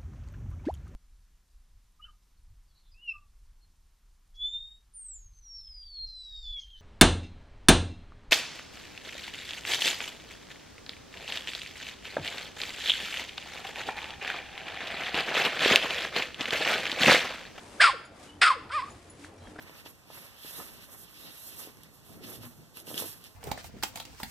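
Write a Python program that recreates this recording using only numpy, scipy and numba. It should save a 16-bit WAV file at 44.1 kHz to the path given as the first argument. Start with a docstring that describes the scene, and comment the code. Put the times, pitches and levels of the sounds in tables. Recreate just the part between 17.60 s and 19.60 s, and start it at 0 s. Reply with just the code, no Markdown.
"""A puppy on a lawn, close by, yaps at a ball, yaps again, whines once and at the end starts to grumble:
pulses and noise through a moving mouth resonance and a fixed throat. Its metal tag, decaying sines, clinks
after the first yap, in the whine and later; a far bird, gliding tones, chirps before the second yap and near the end.
Late ticks under paws and ball are short decaying tones. Throughout, grass rustles (grainy noise), traffic
rumbles (patchy noise) and a low hum wavers; house walls and fences answer with decaying noise tails."""
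import sys
import numpy as np
from scipy import signal
from scipy.fft import rfft, irfft, next_fast_len
from scipy.io import wavfile
from scipy.ndimage import uniform_filter1d, map_coordinates
from numba import njit

SR = 44100
rng = np.random.default_rng(int(sys.argv[2]) if len(sys.argv) > 2 else 0)


def rack_gain(trim_db):
    """Turn a fader trim in dB into the linear factor to multiply a signal by."""
    fader = np.asarray(trim_db, float)
    return 10 ** (fader / 20)


def store_wav(level_fs):
    """Save 16-bit WAV to argv[1]."""
    pcm = np.round(np.clip(np.atleast_2d(level_fs), -1, 1) * 32767)
    wavfile.write(sys.argv[1], SR, pcm.T.astype(np.int16))


N = 88200  # length [samples]
SHORT_T = np.arange(SR // 4) / SR  # clock of one small sound [s]


def unit(x):
    """Scaled to rms 1."""
    return x / np.sqrt(np.mean(x ** 2) + 1e-20)


def along(points, hz):
    """(frequency [Hz], value) points read on a log frequency axis."""
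    f, v = np.transpose(points)
    return np.interp(np.log(hz + 1), np.log(f + 1), v)


def curves(rows):
    """One value per sample for each column after the time."""
    s, *cols = np.transpose(rows)
    return [np.interp(np.arange(N) / SR, s, c) for c in cols]


def wobble(rate):
    """A smooth random curve, rate knots a second."""
    knots = rng.standard_normal(int(N * rate / SR) + 4)
    return map_coordinates(knots, [np.arange(N) * rate / SR])


def short_wobble(rate):
    """A random curve as long as one small sound."""
    return wobble(rate)[:len(SHORT_T)]


def filtered(x, response):
    """x times a response of frequency."""
    m = next_fast_len(N + SR // 2)
    return irfft(rfft(x, m) * response(np.fft.rfftfreq(m, 1 / SR)), m)[..., :N]


def shaped(x, spectrum):
    """x coloured by a (frequency [Hz], level [dB]) table."""
    return filtered(x, lambda hz: rack_gain(along(spectrum, hz)))


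def placed_in_time(sounds):
    """Adds up (time [s], small sound) pairs."""
    out = np.zeros(N + SR)
    for s, sound in sounds:
        out[round(s * SR):][:len(sound)] += sound
    return out[:N]


@njit
def resonate(x, pull, keep):
    """A two-pole resonance whose centre and width move."""
    y = np.zeros(len(x))
    for i in range(2, len(x)):
        y[i] = (1 - keep[i]) * (x[i] - x[i - 2]) + pull[i] * y[i - 1] - keep[i] * y[i - 2]
    return y


# Calls of the pup, two yaps, a whine and a grumble:
# (time [s], pitch [Hz], mouth resonance [Hz], mouth drive level [dB], upper throat band level [dB])
PUP_CALLS = [
    [(.197, 481.4, 1620, -34, -48), (.207, 583.4, 1560, -14, -22), (.218, 693.7, 1590, -23, -14.5),
     (.234, 838.6, 1390, -56, -18), (.24, 715, 1310, -13, -17.5), (.268, 642, 1150, -18.5, -22),
     (.298, 520, 926, -18.5, -29), (.315, 521, 805, -36, -33.5), (.332, 604, 682, -42.5, -45),
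     (.348, 498, 534, -39, -58), (.372, 397, 420, -69, -69)],
    [(.809, 565, 1660, -81, -65), (.817, 630.9, 1760, -21.5, -15.5), (.832, 768.8, 1500, -29, -17),
     (.858, 702, 1320, -15.5, -22.5), (.878, 634.5, 1200, -17, -22), (.89, 608.3, 1330, -19.5, -28.5),
     (.914, 532, 1035, -21.5, -32), (.93, 515.4, 865, -33, -36), (.952, 602, 700, -45, -49),
     (.97, 492.2, 475, -43.5, -71), (1.0, 425.3, 420, -67, -82)],
    [(1.093, 453.4, 1220, -59, -46), (1.104, 482.5, 1270, -34, -55), (1.122, 518.3, 1277, -34, -37.5),
     (1.154, 629.4, 1231, -32, -35.5), (1.174, 585.8, 1185, -29, -39.5), (1.2, 492.7, 1012, -35.5, -40),
     (1.212, 492.5, 1048, -47, -42.5), (1.232, 553.4, 1109, -32, -50), (1.254, 551.5, 1120, -53.5, -51.5),
     (1.286, 619, 1260, -45, -56.5), (1.305, 617, 1196, -67, -60)],
    [(1.953, 200, 1304, -66, -70), (1.963, 201, 1450, -45.5, -54), (1.977, 189.4, 1508, -73, -76),
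     (1.988, 182.7, 1601, -41, -47.5), (2, 179, 1770, -41, -44.5)],
]
# Roughness, clear onsets that break up into a hoarse bark: (time [s], noise share of the voice [0-1])
ROUGHNESS = [(.2, .04), (.228, .12), (.242, .45), (.3, .4), (.33, .15), (.81, .24), (.832, .2), (.845, .72),
             (.9, .72), (.91, .2), (.95, .15), (1.09, .4), (1.125, .25), (1.135, .04), (1.2, .07),
             (1.21, .5), (2, .85)]
# Fixed throat resonances: (frequency [Hz], level [dB])
THROAT_SHAPE = [(500, -23.5), (1000, -4.5), (1600, 4.5), (2100, 4), (2500, 4), (2900, -3.5), (3300, 0.5),
                (4000, -7), (4800, -4.5), (5450, -9.5), (5900, -90)]
# Colour of the rasp: (frequency [Hz], relative level [dB])
RASP_SHAPE = [(6000, -5), (7200, -3), (8500, 2), (10000, -6.5), (12000, -27.5)]


def pup():
    """Glottal pulses and cycle-gated noise pass a moving mouth and a fixed throat; effort adds breath and rasp."""
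    jitter, shimmer_db, flicker_db = .03, 3.5, 2.5
    tilt, mouth_q, saturates = .35, 4.08, .9
    breath, hoarse = .45, 2
    fundamental_db, rasp_db, rasp_grows = -18, -30.5, 1.05
    low_cut_hz = 330

    # each call fades in over 2 ms and out over 10 ms; the grumble is left open
    rows = []
    for call in PUP_CALLS:
        rows += [(call[0][0] - .002, *call[0][1:3], -120, -120), *call]
    for call in PUP_CALLS[:-1]:
        rows.append((call[-1][0] + 0.00997, *call[-1][1:3], -120, -120))
    pitch_hz, mouth_hz, level_db, upper_db = curves(sorted(rows))
    rough, = curves(ROUGHNESS)
    effort_db = upper_db - upper_db.max()

    # source: eleven harmonics, the third and up flickering, and noise that swells in each cycle
    unsteady_hz = pitch_hz * (1 + jitter * (.12 + rough) * wobble(300))
    turn = 2 * np.pi * np.cumsum(unsteady_hz) / SR
    pulses = np.zeros(N)
    for k in range(1, 12):
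        flicker = rack_gain(flicker_db * (k > 2) * wobble(70.53))
        pulses += k ** -tilt * flicker * np.cos(k * turn + k * k)
    pulses = unit(pulses)
    hiss = unit(rng.standard_normal(N) * (1 + .9 * np.cos(turn)))
    shimmer = rack_gain(shimmer_db * rough * wobble(200))

    def mix(share):
        """Pulses give way to hiss as the share grows."""
        return shimmer * (np.sqrt(1 - share) * pulses + 1.5 * np.sqrt(share) * hiss)

    # mouth: the moving resonance twice, then soft saturation
    r = np.exp(-np.pi * mouth_hz / mouth_q / SR)
    pull = 2 * r * np.cos(2 * np.pi * mouth_hz / SR)
    mouth = resonate(mix(rough), pull, r * r)
    mouth = unit(resonate(mouth, pull, r * r))
    power = np.abs(uniform_filter1d(mouth ** 2, size=300))
    mouth = mouth / (1 + power / saturates ** 2) ** 0.16

    # the plain fundamental vanishes where the voice is rough
    lowest = rack_gain(fundamental_db) * np.clip(1 - 2.2 * rough, 0, 1) * np.cos(turn)
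    upper_share = np.clip(breath * rack_gain(effort_db) + hoarse * rough, 0, 1)
    upper = unit(shaped(mix(upper_share), THROAT_SHAPE))
    rasp = unit(shaped(hiss, RASP_SHAPE))

    voice = rack_gain(level_db) * (mouth + lowest)
    voice += rack_gain(upper_db) * (upper + lowest)
    voice += rack_gain(rasp_db + rasp_grows * effort_db) * rasp
    return filtered(voice, lambda hz: 1 / (1 + (low_cut_hz / (hz + 1)) ** 8))


# Ringing modes of the metal tag: (frequency [Hz], t60 [s])
TAG_MODES = [(6990, 0.098), (10120, 0.12)]
# Clinks of the tag: (time [s], first mode level [dB], second mode level [dB])
TAG_CLINKS = [(0.451, -55, -59), (1.305, -49.5, -59.5), (1.4984, -52, -47.5)]


def tag():
    """Each clink rings both modes of the metal, which die away with an uneven level."""
    sounds = []
    for s, *levels in TAG_CLINKS:
        for db, (hz, t60) in zip(levels, TAG_MODES):
            ring = rack_gain(db - 60 * SHORT_T / t60 + 3.32 * short_wobble(170)) * np.sin(2 * np.pi * hz * SHORT_T)
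            attack = 1 - np.exp(-SHORT_T / 0.00031)
            sounds.append((s, ring * attack))
    return placed_in_time(sounds)


# Ticks and bumps in the grass: (time [s], starting level [dB], frequency [Hz])
GRASS_TICKS = [(1.64, -41.5, 2330), (1.6459, -34, 1860), (1.872, -41, 1710), (1.958, -40, 441.3),
               (1.988, -35, 480)]


def ticks():
    """Paws and ball tick the grass: tones of unsteady phase that die within a set number of cycles."""
    cycles_to_fall_60_db = 23.3
    sounds = []
    for s, db, hz in GRASS_TICKS:
        fade = rack_gain(db - 60 * SHORT_T * hz / cycles_to_fall_60_db)
        sounds.append((s, fade * np.sin(2 * np.pi * hz * SHORT_T + 1.3 * short_wobble(900))))
    return placed_in_time(sounds)


# Notes of far birds: (time [s], length [s], start pitch [Hz], end pitch [Hz], level before breaking up [dB])
BIRD_NOTES = [(0.654, 0.116, 2920, 3105, -59.5), (1.778, .02, 5500, 5830, -62.5),
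              (1.795, 0.0713, 4100, 3980, -68), (1.816, 0.0832, 3257, 3250, -60.5),
              (1.856, 0.026, 3230, 2910, -60)]


def birds():
    """Each note glides between two pitches under a rounded swell, its pitch wavering and its level broken."""
    broken_db, waver_hz = 5, 60
    sounds = []
    for s, length, hz0, hz1, db in BIRD_NOTES:
        u = np.clip(SHORT_T / length, 0, 1)
        level = rack_gain(db + broken_db * short_wobble(135.7)) * np.sin(np.pi * u) ** 0.43
        pitch_hz = hz0 + (hz1 - hz0) * u + waver_hz * short_wobble(144.02)
        sounds.append((s, level * np.sin(2 * np.pi * np.cumsum(pitch_hz) / SR)))
    return placed_in_time(sounds)


# Stereo lean of the pup and small sounds: (frequency [Hz], left over right [dB])
NEAR_LEAN = [(500, 1), (1500, 0), (8000, -1.5), (12000, -0.5)]
# Bounce off a near surface to one side: (frequency [Hz], level [dB])
NEAR_BOUNCE = [(5000, -16.5), (8000, -10.5), (12000, -21)]


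def placed(near):
    """Leans the sound to a side and adds a delayed bounce of opposite sign left and right."""
    bounce_s = .0023
    way = np.array([[.5], [-.5]])

    def response(hz):
        bounce = 2 * way * rack_gain(along(NEAR_BOUNCE, hz)) * np.exp(-2j * np.pi * hz * bounce_s)
        return rack_gain(way * along(NEAR_LEAN, hz)) + bounce

    return filtered(near, response)


# Decay of the answer from house walls and fences: (frequency [Hz], t60 [s])
WALL_DECAY = [(300, 0.12), (1500, 0.51), (5000, 0.52), (10000, 0.35)]


def walls(x):
    """Each frequency of the yard's answer dies at its own speed; a new tail every half second."""
    level_db, delay_s, side_share = -18, 0.011, 0.46
    out, step = np.zeros((2, N + SR)), SR // 2
    for start in range(0, N, step):
        hz, t, z = signal.stft(rng.standard_normal((2, step)), SR, nperseg=256)
        decay = rack_gain(-60 * t / along(WALL_DECAY, hz)[:, None])
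        mid, side = signal.istft(z * decay, SR, nperseg=256)[1]
        tail = np.array([mid + side_share * side, mid - side_share * side]) / np.linalg.norm(mid)
        wet = signal.fftconvolve(x[None, start:start + step], tail, axes=1)
        at = start + round(delay_s * SR)
        out[:, at:at + wet.shape[1]] += wet[:, :N + SR - at]
    return rack_gain(level_db) * out[:, :N]


# Width of the open air: (frequency [Hz], left-right likeness [0-1])
LIKENESS = [(220, 0.93), (840, 0.64), (3140, 0.5)]


def stereo(pair, spectrum):
    """Two unrelated noises coloured and blended to the likeness of the open air, rms 1."""
    lean_db = 1  # left over right

    def response(hz):
        turn = np.arccos(np.clip(along(LIKENESS, hz), -1, 1)) / 2
        return rack_gain(along(spectrum, hz)) * np.array([np.cos(turn), np.sin(turn)])

    mid, side = filtered(pair, response)
    return unit(np.array([(mid + side) * rack_gain(lean_db), mid - side]))


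# Rustle of the grass: (time [s], level [dB])
RUSTLE_LEVEL = [(0, -55), (.19, -53.5), (.5, -69), (.64, -52), (.78, -65.5), (1.1, -66), (1.3, -57),
                (1.55, -62), (1.65, -51), (1.71, -65), (1.9, -58.5), (2, -63.5)]
# Colour of the blades: (frequency [Hz], relative level per Hz [dB])
BLADE_SHAPE = [(800, 3), (2000, 7), (5000, 2.5), (9500, 0), (11000, -8)]


def grass():
    """Many blades brush at once: coloured noise with a fast, grainy level."""
    grains = rng.standard_normal((2, N)) * rack_gain(1.5 * wobble(280))
    return rack_gain(curves(RUSTLE_LEVEL)[0]) * stereo(grains, BLADE_SHAPE)


# Lines of the hum: (frequency [Hz], mean level before the swell [dB])
HUM_LINES = [(92, -60), (290, -62)]
# Swell of the hum: (time [s], gain [dB])
HUM_GAIN = [(0, -9), (2, 6)]


def hum():
    """Low sine lines waver in pitch and level while the whole swells."""
    total = np.zeros(N)
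    for hz, db in HUM_LINES:
        pitch_hz = hz * (1 + .06 * wobble(18))
        total += rack_gain(db + 5 * wobble(22)) * np.sin(2 * np.pi * np.cumsum(pitch_hz) / SR)
    return total * rack_gain(curves(HUM_GAIN)[0])


def patchy(db):
    """Two noises sharing patches of random gain in time and frequency."""
    z = signal.stft(rng.standard_normal((2, N)), nperseg=1024)[2]
    field = uniform_filter1d(rng.standard_normal(z.shape[1:]), size=4, axis=0)
    field = uniform_filter1d(field, size=5, axis=1)
    return signal.istft(z * rack_gain(db * unit(field)), nperseg=1024)[1][:, :N]


# Colour of the traffic: (frequency [Hz], relative level per Hz [dB])
TRAFFIC_SHAPE = [(15, -61), (30, -13.5), (70, -5.5), (150, -10), (350, -9.5), (800, -13), (5000, -36.5),
                 (8000, -43)]
# Rumble of the traffic: (time [s], level [dB])
RUMBLE_LEVEL = [(0, -50), (1.1, -54.5), (2, -51)]


def traffic():
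    """Far traffic blurs into low patchy noise whose level wanders."""
    level_db = curves(RUMBLE_LEVEL)[0] + 1.4 * wobble(14)
    return rack_gain(level_db) * stereo(patchy(2.5), TRAFFIC_SHAPE)


def scene():
    """The pup a little off the middle with its small sounds and the birds, their echoes and the yard."""
    near = pup() + tag() + ticks() + birds()
    background = grass() + hum() + traffic()
    return placed(near) + walls(near) + background


def band_limit(x):
    """A steep low-pass at the top of the band."""
    return signal.sosfilt(signal.butter(12, 12360, fs=SR, output="sos"), x)


def record(dry):
    """The camera's band limit removes the top treble."""
    top_hz = 12400
    finished = filtered(dry, lambda hz: hz < top_hz)
    return band_limit(finished)


dry = scene()
out = record(dry)
store_wav(out)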